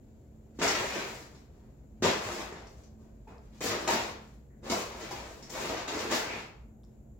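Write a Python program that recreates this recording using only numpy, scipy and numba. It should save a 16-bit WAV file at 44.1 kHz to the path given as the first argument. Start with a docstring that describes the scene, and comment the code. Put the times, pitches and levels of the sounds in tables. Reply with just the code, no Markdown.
"""On the wooden floor of a bare, lively room, a cat pounces on a nearly empty foil-lined food bag and shoves it.
Creases in the film pop by the thousand as short damped rings, the big panels flap and boom, folds snap
under a paw, seams sing as they drag. The room smears the bag with decaying noise echoes; small ringing ticks join.
Beneath lie a house rumble, a low hum in three narrow bands and the microphones' hiss, made of shaped noise.
All of it is heard from a phone some metres off."""
import sys
import numpy as np
from scipy import signal
from scipy.fft import rfft, irfft, next_fast_len
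from scipy.io import wavfile
from scipy.ndimage import uniform_filter1d
from numba import njit

SR = 44100
rng = np.random.default_rng(int(sys.argv[2]) if len(sys.argv) > 2 else 0)


def convert_level_to_amplitude(level_db):
    """Map a level in decibels to its linear amplitude factor."""
    exponent = np.asarray(level_db, float) / 20
    return 10 ** exponent


def master_out(mix):
    """Clip the mix to full scale and print it as 16-bit PCM to the path in sys.argv[1]."""
    frames = np.transpose(np.atleast_2d(mix))
    ceiling = np.clip(frames, -1, 1)
    pcm = np.round(ceiling * 32767).astype(np.int16)
    wavfile.write(sys.argv[1], SR, pcm)


N = 317343

# Bag levels are ahead of the room and of the bag's colour.
# The cat hits the bag and the film starts at once. Each row: start in seconds, crackle in dB, push in seconds,
# panel flapping in dB above the crackle, fizz in dB above the crackle before FIZZ_DB is added.
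POUNCE_PUSHES = [(.587, -44.5, 0.043, 5, -22.5), (.612, -35.5, .02, 1, -15), (.624, -31, 0.6, -3, -12),
                 (2.023, -30.5, 0.022, 5.5, -21), (2.034, -26.5, 0.023, -8.5, -18),
                 (3.274, -66, 0.023, 17, -11), (3.608, -40, 0.043, 4.5, -1.5), (5.108, -49, 0.034, 4.5, -9),
                 (3.874, -30, 0.16, 0.5, -15), (4.696, -38, .11, 4.5, -7.5), (5.425, -60, 0.063, 2, -8),
                 (5.495, -55, 0.062, 6.5, 1.5), (5.876, -39, 0.11, 2.5, -18),
                 (6.112, -34.5, 0.021, -0.5, -5)]
# The cat leans on the bag or slides it and the film swells. Each row: as for the pounces.
SHOVE_PUSHES = [(.54, -69, 0.055, -9.5, -7), (.76, -38, 0.068, 1.5, -11.5), (.85, -42, 0.23, -4, -12),
                (.93, -48.5, 0.07, 12, -17), (1.1, -55.5, 0.11, 2.5, -4), (1.3, -68.5, 0.089, 9, -5.5),
                (1.5, -78, 0.15, 12, -7), (2.17, -41, 0.23, 2.5, -11), (2.44, -57, 0.17, 9.5, -20),
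                (2.64, -75, 0.16, 13, 2), (2.98, -82, 0.062, 19, 2.5), (3.4, -74.5, 0.068, -11, -8),
                (3.52, -64.5, 0.086, -1.5, -5), (3.64, -32.5, 0.076, 0.5, -19.5),
                (3.77, -45.5, 0.085, 4.5, -13), (4.16, -78.5, 0.15, 0.5, 5), (4.635, -44.5, 0.1, 6, -14),
                (4.88, -46, 0.37, 2, -13), (5.2, -61.5, 0.18, 10, -2.5), (5.52, -38, 0.16, -1.5, -13),
                (5.64, -40, 0.16, 2, -19), (5.91, -39.5, 0.17, 3, -15.5), (6.09, -33.5, 0.06, -3, -19.5),
                (6.2, -43.5, 0.058, 1.5, -35), (6.28, -46, 0.095, 3, -16.5), (6.83, -83.5, 0.11, -5, -10)]
# Extra loudness at the start of a pounce. Each entry: layer, lift in dB.
POUNCE_BURST_DB = {"crackle": 7, "panels": -1, "fizz": 7}
# How fast the film falls quiet once the cat lets go. Each entry: layer, loss in dB per second.
LETTING_GO_DB_S = {"crackle": 145.5, "panels": 117, "fizz": 166}
# Large panels of the bag that boom. 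Each row: pitch in Hz, width in Hz, gain in dB.
BOOMING_PANELS = [(340, 180, 1), (520, 320, 3.5), (643, 64, 18), (930, 23, 14.5)]
# A stiff seam or panel drags on the boards. Each row: start in seconds, level in dB before its fade,
# length in seconds, pitch in Hz.
SEAM_DRAGS = [(0.616, -42, 0.19, 2420), (.635, -41.5, 0.037, 1540), (.745, -37, .035, 1000),
              (.795, -36.5, .05, 606), (0.883, -48, 0.19, 2440), (.94, -41, .05, 427),
              (3.88, -44, .07, 930), (4.5, -73, .07, 1810), (5.92, -47.5, 0.089, 417),
              (6.113, -47.5, 0.054, 900), (6.273, -44, 0.13, 2470)]
# Paw blows and folds that snap. Each row: start in seconds, snap level in dB, ring pitch in Hz,
# ring t60 in seconds, thud in dB above the snap level.
FOLD_SNAPS = [(.589, -37.5, 676, .007, 3), (0.612, -31, 1460, 0.0065, -3.5), (.624, -24, 1500, .006, -6),
              (0.679, -12, 5720, 0.0033, -29), (.899, -30, 2480, 0.0095, -18),
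              (1.349, -43, 5180, 0.0019, -12.5), (2.023, -23, 1520, 0.0039, 1),
              (2.042, -21.5, 340, 0.024, -7.5), (2.047, -17, 602, 0.0066, -4.5),
              (2.088, -27, 330, 0.018, -9), (2.525, -34, 1800, 0.008, -12), (2.67, -41.5, 5600, .003, -19),
              (2.836, -45.5, 6000, .003, -17), (3.275, -54, 2460, 0.03, -15),
              (3.607, -23, 920, 0.003, -15.5), (3.702, -26.5, 1510, .004, -9),
              (3.877, -17.5, 930, 0.024, -18), (4.699, -17, 4730, 0.0019, -13),
              (4.702, -24.5, 520, .015, -11.5), (5.11, -26, 850, 0.011, -29),
              (5.426, -32.5, 5640, 0.005, -14.5), (5.496, -33, 5825, 0.0034, -30),
              (5.878, -24, 3970, 0.0042, -16.5), (6.113, -17, 1046, 0.0038, -19),
              (6.282, -32, 2370, 0.007, -25)]
# The bag's air under a paw. Each row: pitch in Hz, gain in dB, t60 in seconds.
AIR_MODES = [(255, 7, 0.05), (359, 4, 0.024), (470, -5.5, 0.013)]
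# The cat lands on the boards. One row: start in seconds, peak in dB, pitch in Hz, t60 in seconds.
CAT_LANDING = (2, -28.5, 91.5, 1.06)
# Colour of bag, path and microphone together. Each row: frequency in Hz, gain in dB on evenly bright sound.
BAG_COLOUR = [(59, -25.5), (100, -3.5), (140, -12), (219, -4), (255, -6), (398, -2), (736, -7), (891, -6.5),
              (1330, -7), (2270, -7), (3190, -10.5), (7140, -12.5), (9020, -27.5), (15000, -29.5),
              (16000, -28.5)]
# Stereo place of the bag. Each row: frequency in Hz, left minus right in dB.
BAG_BALANCE = [(110, 1), (380, -0.5), (700, 2.5), (2380, 0.5), (6000, 4.5), (9500, 3.5), (13000, 6)]
# Decay of the room. Each row: frequency in Hz, t60 in seconds.
ROOM_DECAY = [(125, 0.36), (300, 0.27), (700, 0.56), (1500, 0.49), (3500, 0.43), (8000, 0.26),
              (14000, 0.35)]
# How alike left and right are. Each row: frequency in Hz, likeness from 0 to 1.
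STEREO_LIKENESS = [(60, 0.95), (130, 0.98), (290, 0.88), (640, 0.27), (1410, 0)]
# Signs of the left and right channels.
LEFT_RIGHT = np.array([[1], [-1]])
# Small ticks and a hollow knock. Each row: start in seconds, level in dB before the swell is taken off,
# ring pitch in Hz, ring t60 in seconds.
SMALL_TICKS = [(3.271, -49, 875, .12), (3.274, -54, 420, .1), (3.382, -53.5, 5040, .004),
               (6.8345, -62.5, 9000, 0.0023), (6.8345, -60, 3600, 0.0056), (6.8405, -56.5, 5200, .005),
               (6.84, -58, 1000, 0.0063), (6.8495, -59, 5500, .005), (6.8495, -60.5, 7200, .004)]
# Colour of the house rumble. Each row: frequency in Hz, gain in dB.
RUMBLE_COLOUR = [(25, -30), (53, -12), (129, -12.5), (162, -15.5), (224, -16.5), (415, -22), (694, -29),
                 (1500, -55), (1950, -100)]
# Narrow humming bands. Each row: pitch in Hz, width in Hz, level in dB.
HUM_BANDS = [(58, 22, -58.5), (131, 6, -70), (218, 2.4, -63)]
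# Colour of the microphones' hiss. Each row: frequency in Hz, gain in dB.
HISS_COLOUR = [(880, -37), (1500, -5), (2510, -11), (2800, -14), (5380, -19.5), (7240, -4), (8320, -22.5),
               (12700, -12), (16000, -15)]
# Stereo place of the background. Each row: frequency in Hz, left minus right in dB.
HOUSE_BALANCE = [(60, 0), (380, -1), (700, 4), (1290, 1), (4400, -4), (7500, 13.5), (10000, -0.5),
                 (15000, -3)]

FIZZ_DB = 11.5  # above the crackle, ahead of the dull path to the phone


def level(x, db):
    """Scale to an rms level."""
    return x * convert_level_to_amplitude(db) / np.sqrt(np.mean(x ** 2))


def lookup(table, hz):
    """Read (Hz, value) points on a log-frequency axis."""
    f, v = np.transpose(table)
    return np.interp(np.log(np.maximum(hz, 1)), np.log(f), v)


def shape(x, gain_at):
    """Filter by a gain given as a function of Hz."""
    size = 2 * next_fast_len(x.shape[-1] // 2 + 1)
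    gain = gain_at(np.fft.rfftfreq(size, 1 / SR))
    return irfft(rfft(x, size) * gain, size)[..., :x.shape[-1]]


def peak(hz, centre_hz, width):
    """Gain of one resonance."""
    return 1 / np.sqrt(1 + (2 * (hz - centre_hz) / width) ** 2)


def causal(gain):
    """Give a gain curve the phase of a filter that cannot ring before it is struck."""
    cepstrum = irfft(np.log(gain))
    half = cepstrum.shape[-1] // 2
    cepstrum[..., 1:half] *= 2
    cepstrum[..., half + 1:] = 0
    return np.exp(rfft(cepstrum))


@njit
def rings(size, start, hz, t60, gain):
    """Sum of short damped sine rings."""
    out = np.zeros(size)
    for k in range(len(start)):
        p, z = np.exp((2j * np.pi * hz[k] - np.log(1000) / t60[k]) / SR), gain[k] + 0j
        for i in range(start[k], min(start[k] + int(t60[k] * SR), size)):
            out[i] += z.imag
            z *= p
    return out


def bag():
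    """Crackle, fizz and flapping follow the cat's effort; drags, snaps, thuds and a landing sit on top."""
    crackle = pops(count=20000, low_hz=1115.0, high_hz=8550.0, cycles=2.55, scatter_db=4.0)
    fizz = pops(count=12000, low_hz=7410.0, high_hz=16500.0, cycles=4.3, scatter_db=4.5)
    flap = pops(count=5000, low_hz=118.6, high_hz=1220.0, cycles=3.3, scatter_db=2.5)
    panels = flap + level(boom(crackle + flap), -11.5)
    rustle = effort("crackle") * clumps() * crackle
    rustle = rustle + effort("panels") * clumps() * panels
    rustle = rustle + effort("fizz") * convert_level_to_amplitude(FIZZ_DB) * fizz
    return rustle + scrapes(crackle + flap) + snaps() + thuds() + landing()


def pops(count, low_hz, high_hz, cycles, scatter_db):
    """Film buckling at random: each pop has its own pitch and size, a few much bigger; rms 1."""
    when, pitch, size, sign = rng.random((count, 4)).T
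    hz = low_hz * (high_hz / low_hz) ** pitch
    gain = convert_level_to_amplitude(-scatter_db * np.log(1.004 - size)) * np.sign(sign - .5) * np.sqrt(hz)
    return level(rings(N, (when * N).astype(np.int64), hz, cycles / hz, gain), 0)


def boom(film):
    """Any movement of the film also rings the bag's larger panels."""
    return shape(film, lambda hz: sum(convert_level_to_amplitude(db) * peak(hz, f, w) for f, w, db in BOOMING_PANELS))


def effort(layer):
    """Gain of one layer of the film: every push rises, sags and settles; their powers add."""
    swell_share, swell_db = 0.37, 5.5  # a shove grows by this many dB over this share of its push
    t, power = np.arange(N) / SR, 0
    coarse_t = t[::32]
    for table, sudden in ((POUNCE_PUSHES, True), (SHOVE_PUSHES, False)):
        for s, db, push_s, panels_db, fizz_db in table:
            above_db = {"crackle": 0, "panels": panels_db, "fizz": fizz_db}[layer]
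            rise_s = 0.0034 if sudden else swell_share * push_s
            lead_s = rise_s if sudden else 0.033  # first touch before the push takes hold
            sag_db = (60 if sudden else 16) * max(push_s - rise_s, 0)  # dB per second while the cat pushes
            burst_s = min(0.016, (push_s - rise_s) / 2)
            times = np.cumsum([s - lead_s, lead_s, rise_s, burst_s, push_s - rise_s - burst_s + 1e-4, 1])
            course_db = [-60, -swell_db, sudden * POUNCE_BURST_DB[layer], 0,
                         -sag_db, -sag_db - LETTING_GO_DB_S[layer]]
            power = power + convert_level_to_amplitude(db + above_db + np.interp(coarse_t, times, course_db)) ** 2
    return np.interp(t, coarse_t, np.sqrt(power))


def clumps():
    """Uneven gain: creases give way in clumps, so pops bunch up and thin out; rms 1."""
    size = int(.012 * SR)
    steps = np.repeat(rng.standard_normal(N // size + 1), size)
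    return level(convert_level_to_amplitude(2 * uniform_filter1d(steps, size // 4)[:N]), 0)


def scrapes(film):
    """Each drag lets the film's pops through one resonance and fades."""
    width_share, fade_db = .4, 11  # band width as a share of its pitch; loss over the length
    out = np.zeros(N)
    for s, db, d, f in SEAM_DRAGS:
        a, size = int(s * SR), int(d * SR)
        band = shape(film[a:a + size], lambda hz: peak(hz, f, width_share * f) ** 2)
        out[a:a + size] += level(band, db) * convert_level_to_amplitude(-fade_db * np.arange(size) / size)
    return out


def snaps():
    """A fold gives way in a few quick steps, each at a slightly different pitch, behind a broad click."""
    when, db, hz, t60, _ = np.transpose(FOLD_SNAPS)
    start = (when * SR).astype(np.int64)
    one = np.ones(len(when))
    late, bend = rng.random((len(when), 2, 4)).transpose(1, 2, 0)
    out = rings(N, start, 7200.0 * one, 0.00086 * one, convert_level_to_amplitude(db + 8.5))  # a few cycles at most: a click
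    for k, (a, b) in enumerate(zip(late, bend)):
        step_start = start + (k * .004 * SR * a).astype(np.int64)
        step_hz = hz * (1 + 0.083 * (b - .5))
        out = out + rings(N, step_start, step_hz, np.maximum(t60, .002), convert_level_to_amplitude(db - 1.0 - 1.5 * k))
    return out


def thuds():
    """The bag's air rings low under each blow, detuned as the bag changes shape."""
    when, db, _, _, thud_db = np.transpose(FOLD_SNAPS)
    start = (when * SR).astype(np.int64)
    one = np.ones(len(when))
    detune = 1 + .06 * rng.standard_normal((len(when), 3)).T
    return sum(rings(N, start, f * d, t * one, convert_level_to_amplitude(db + thud_db + g))
               for (f, g, t), d in zip(AIR_MODES, detune))


def landing():
    """The boards ring at one low pitch as the cat lands."""
    s, peak_db, f, t60 = np.array(CAT_LANDING)[:, None]
    return rings(N, (s * SR).astype(np.int64), f, t60, convert_level_to_amplitude(peak_db))


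def spread(x, count, hop_s):
    """Different parts of the bag sound in turn, each heard through an echo pattern of its own."""
    turn, wet = np.arange(N) / SR / hop_s, 0
    for k in range(count):
        away = (turn - k + count / 2) % count - count / 2
        part = x * np.cos(np.pi / 2 * np.clip(away, -1, 1))
        wet = wet + signal.fftconvolve(part[None], room(), axes=1)[:, :N]
    return wet


def room():
    """Echo pattern: the direct sound, then a dense noise tail whose decay depends on pitch."""
    size = int(.75 * SR)
    t = np.arange(size) / SR
    noise, tail = pair(size), 0
    for centre in 62.5 * 2. ** np.arange(9):
        octaves = lambda hz: np.log2(np.maximum(hz, 1) / centre)
        band = shape(noise, lambda hz: np.cos(np.pi / 2 * np.clip(octaves(hz), -1, 1)) ** 2)
        tail = tail + band * convert_level_to_amplitude(-60 * t / lookup(ROOM_DECAY, centre))
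    tail = tail * (1 - np.exp(-t / 0.00067))  # reflections pile up in the first moments
    tail = tail / np.sqrt(np.sum(tail ** 2) / 2)
    direct = np.zeros((2, size))
    direct[[0, 1], rng.integers(0, 8, 2)] = 1
    # the straight path favours the bass, which the floor reinforces
    bass = signal.lfilter(*signal.butter(1, 600, fs=SR), direct)
    return tail + convert_level_to_amplitude(-9.5) * direct + convert_level_to_amplitude(-8) * bass


def pair(size):
    """Two noises, nearly the same in the bass and unrelated in the treble."""
    mid, side = rng.standard_normal((2, size))
    like = lambda hz: np.clip(lookup(STEREO_LIKENESS, hz), 0, 1)
    shared = shape(mid, lambda hz: np.sqrt(1 + like(hz)))
    return shared + LEFT_RIGHT * shape(side, lambda hz: np.sqrt(1 - like(hz)))


def ticks():
    """Brief rings that swell in a moment, heard bare and again through the room."""
    when, db, hz, t60 = np.transpose(SMALL_TICKS)
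    start = (when * SR).astype(np.int64)
    # taking off a faster-dying copy softens the attack
    bare = rings(N, start, hz, t60, convert_level_to_amplitude(db)) - rings(N, start, hz, 0.12 * t60, convert_level_to_amplitude(db))
    return bare + convert_level_to_amplitude(-1) * signal.fftconvolve(bare[None], room(), axes=1)[:, :N]


def house():
    """House rumble, narrow humming bands and microphone hiss, all filtered from one noise pair."""
    noise = pair(N)
    rumble = level(shape(noise, lambda hz: convert_level_to_amplitude(lookup(RUMBLE_COLOUR, hz))), -56.5)
    hiss = level(shape(noise, lambda hz: convert_level_to_amplitude(lookup(HISS_COLOUR, hz))), -78.5)
    hum = sum(level(shape(noise, lambda hz: peak(hz, f, w) ** 2), db) for f, w, db in HUM_BANDS)
    return shape(rumble + hum + hiss, lambda hz: convert_level_to_amplitude(LEFT_RIGHT * lookup(HOUSE_BALANCE, hz) / 2))


def scene():
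    """The bag heard through the room, with small ticks, over the house."""
    wet = spread(bag(), count=12, hop_s=.02)
    # pops spread evenly over octaves fall 3 dB an octave; this evens them out
    slope_db = lambda hz: 10 * np.log10(np.maximum(hz, 100) / 400)
    balance_db = lambda hz: LEFT_RIGHT * lookup(BAG_BALANCE, hz) / 2
    colour = lambda hz: causal(convert_level_to_amplitude(lookup(BAG_COLOUR, hz) + slope_db(hz) + balance_db(hz)))
    return shape(wet, colour) + ticks() + house()


def top_cut(x):
    """Nothing passes above the cut-off."""
    return signal.sosfilt(signal.butter(12, 16590, fs=SR, output="sos"), x)


def record(dry):
    """The phone cuts the top with a steep low-pass at 15850 Hz."""
    low_pass = signal.ellip(10, .2, 70, 15850, fs=SR, output="sos")
    mix = signal.sosfilt(low_pass, dry)
    return top_cut(mix)


dry = scene()
out = record(dry)
master_out(out)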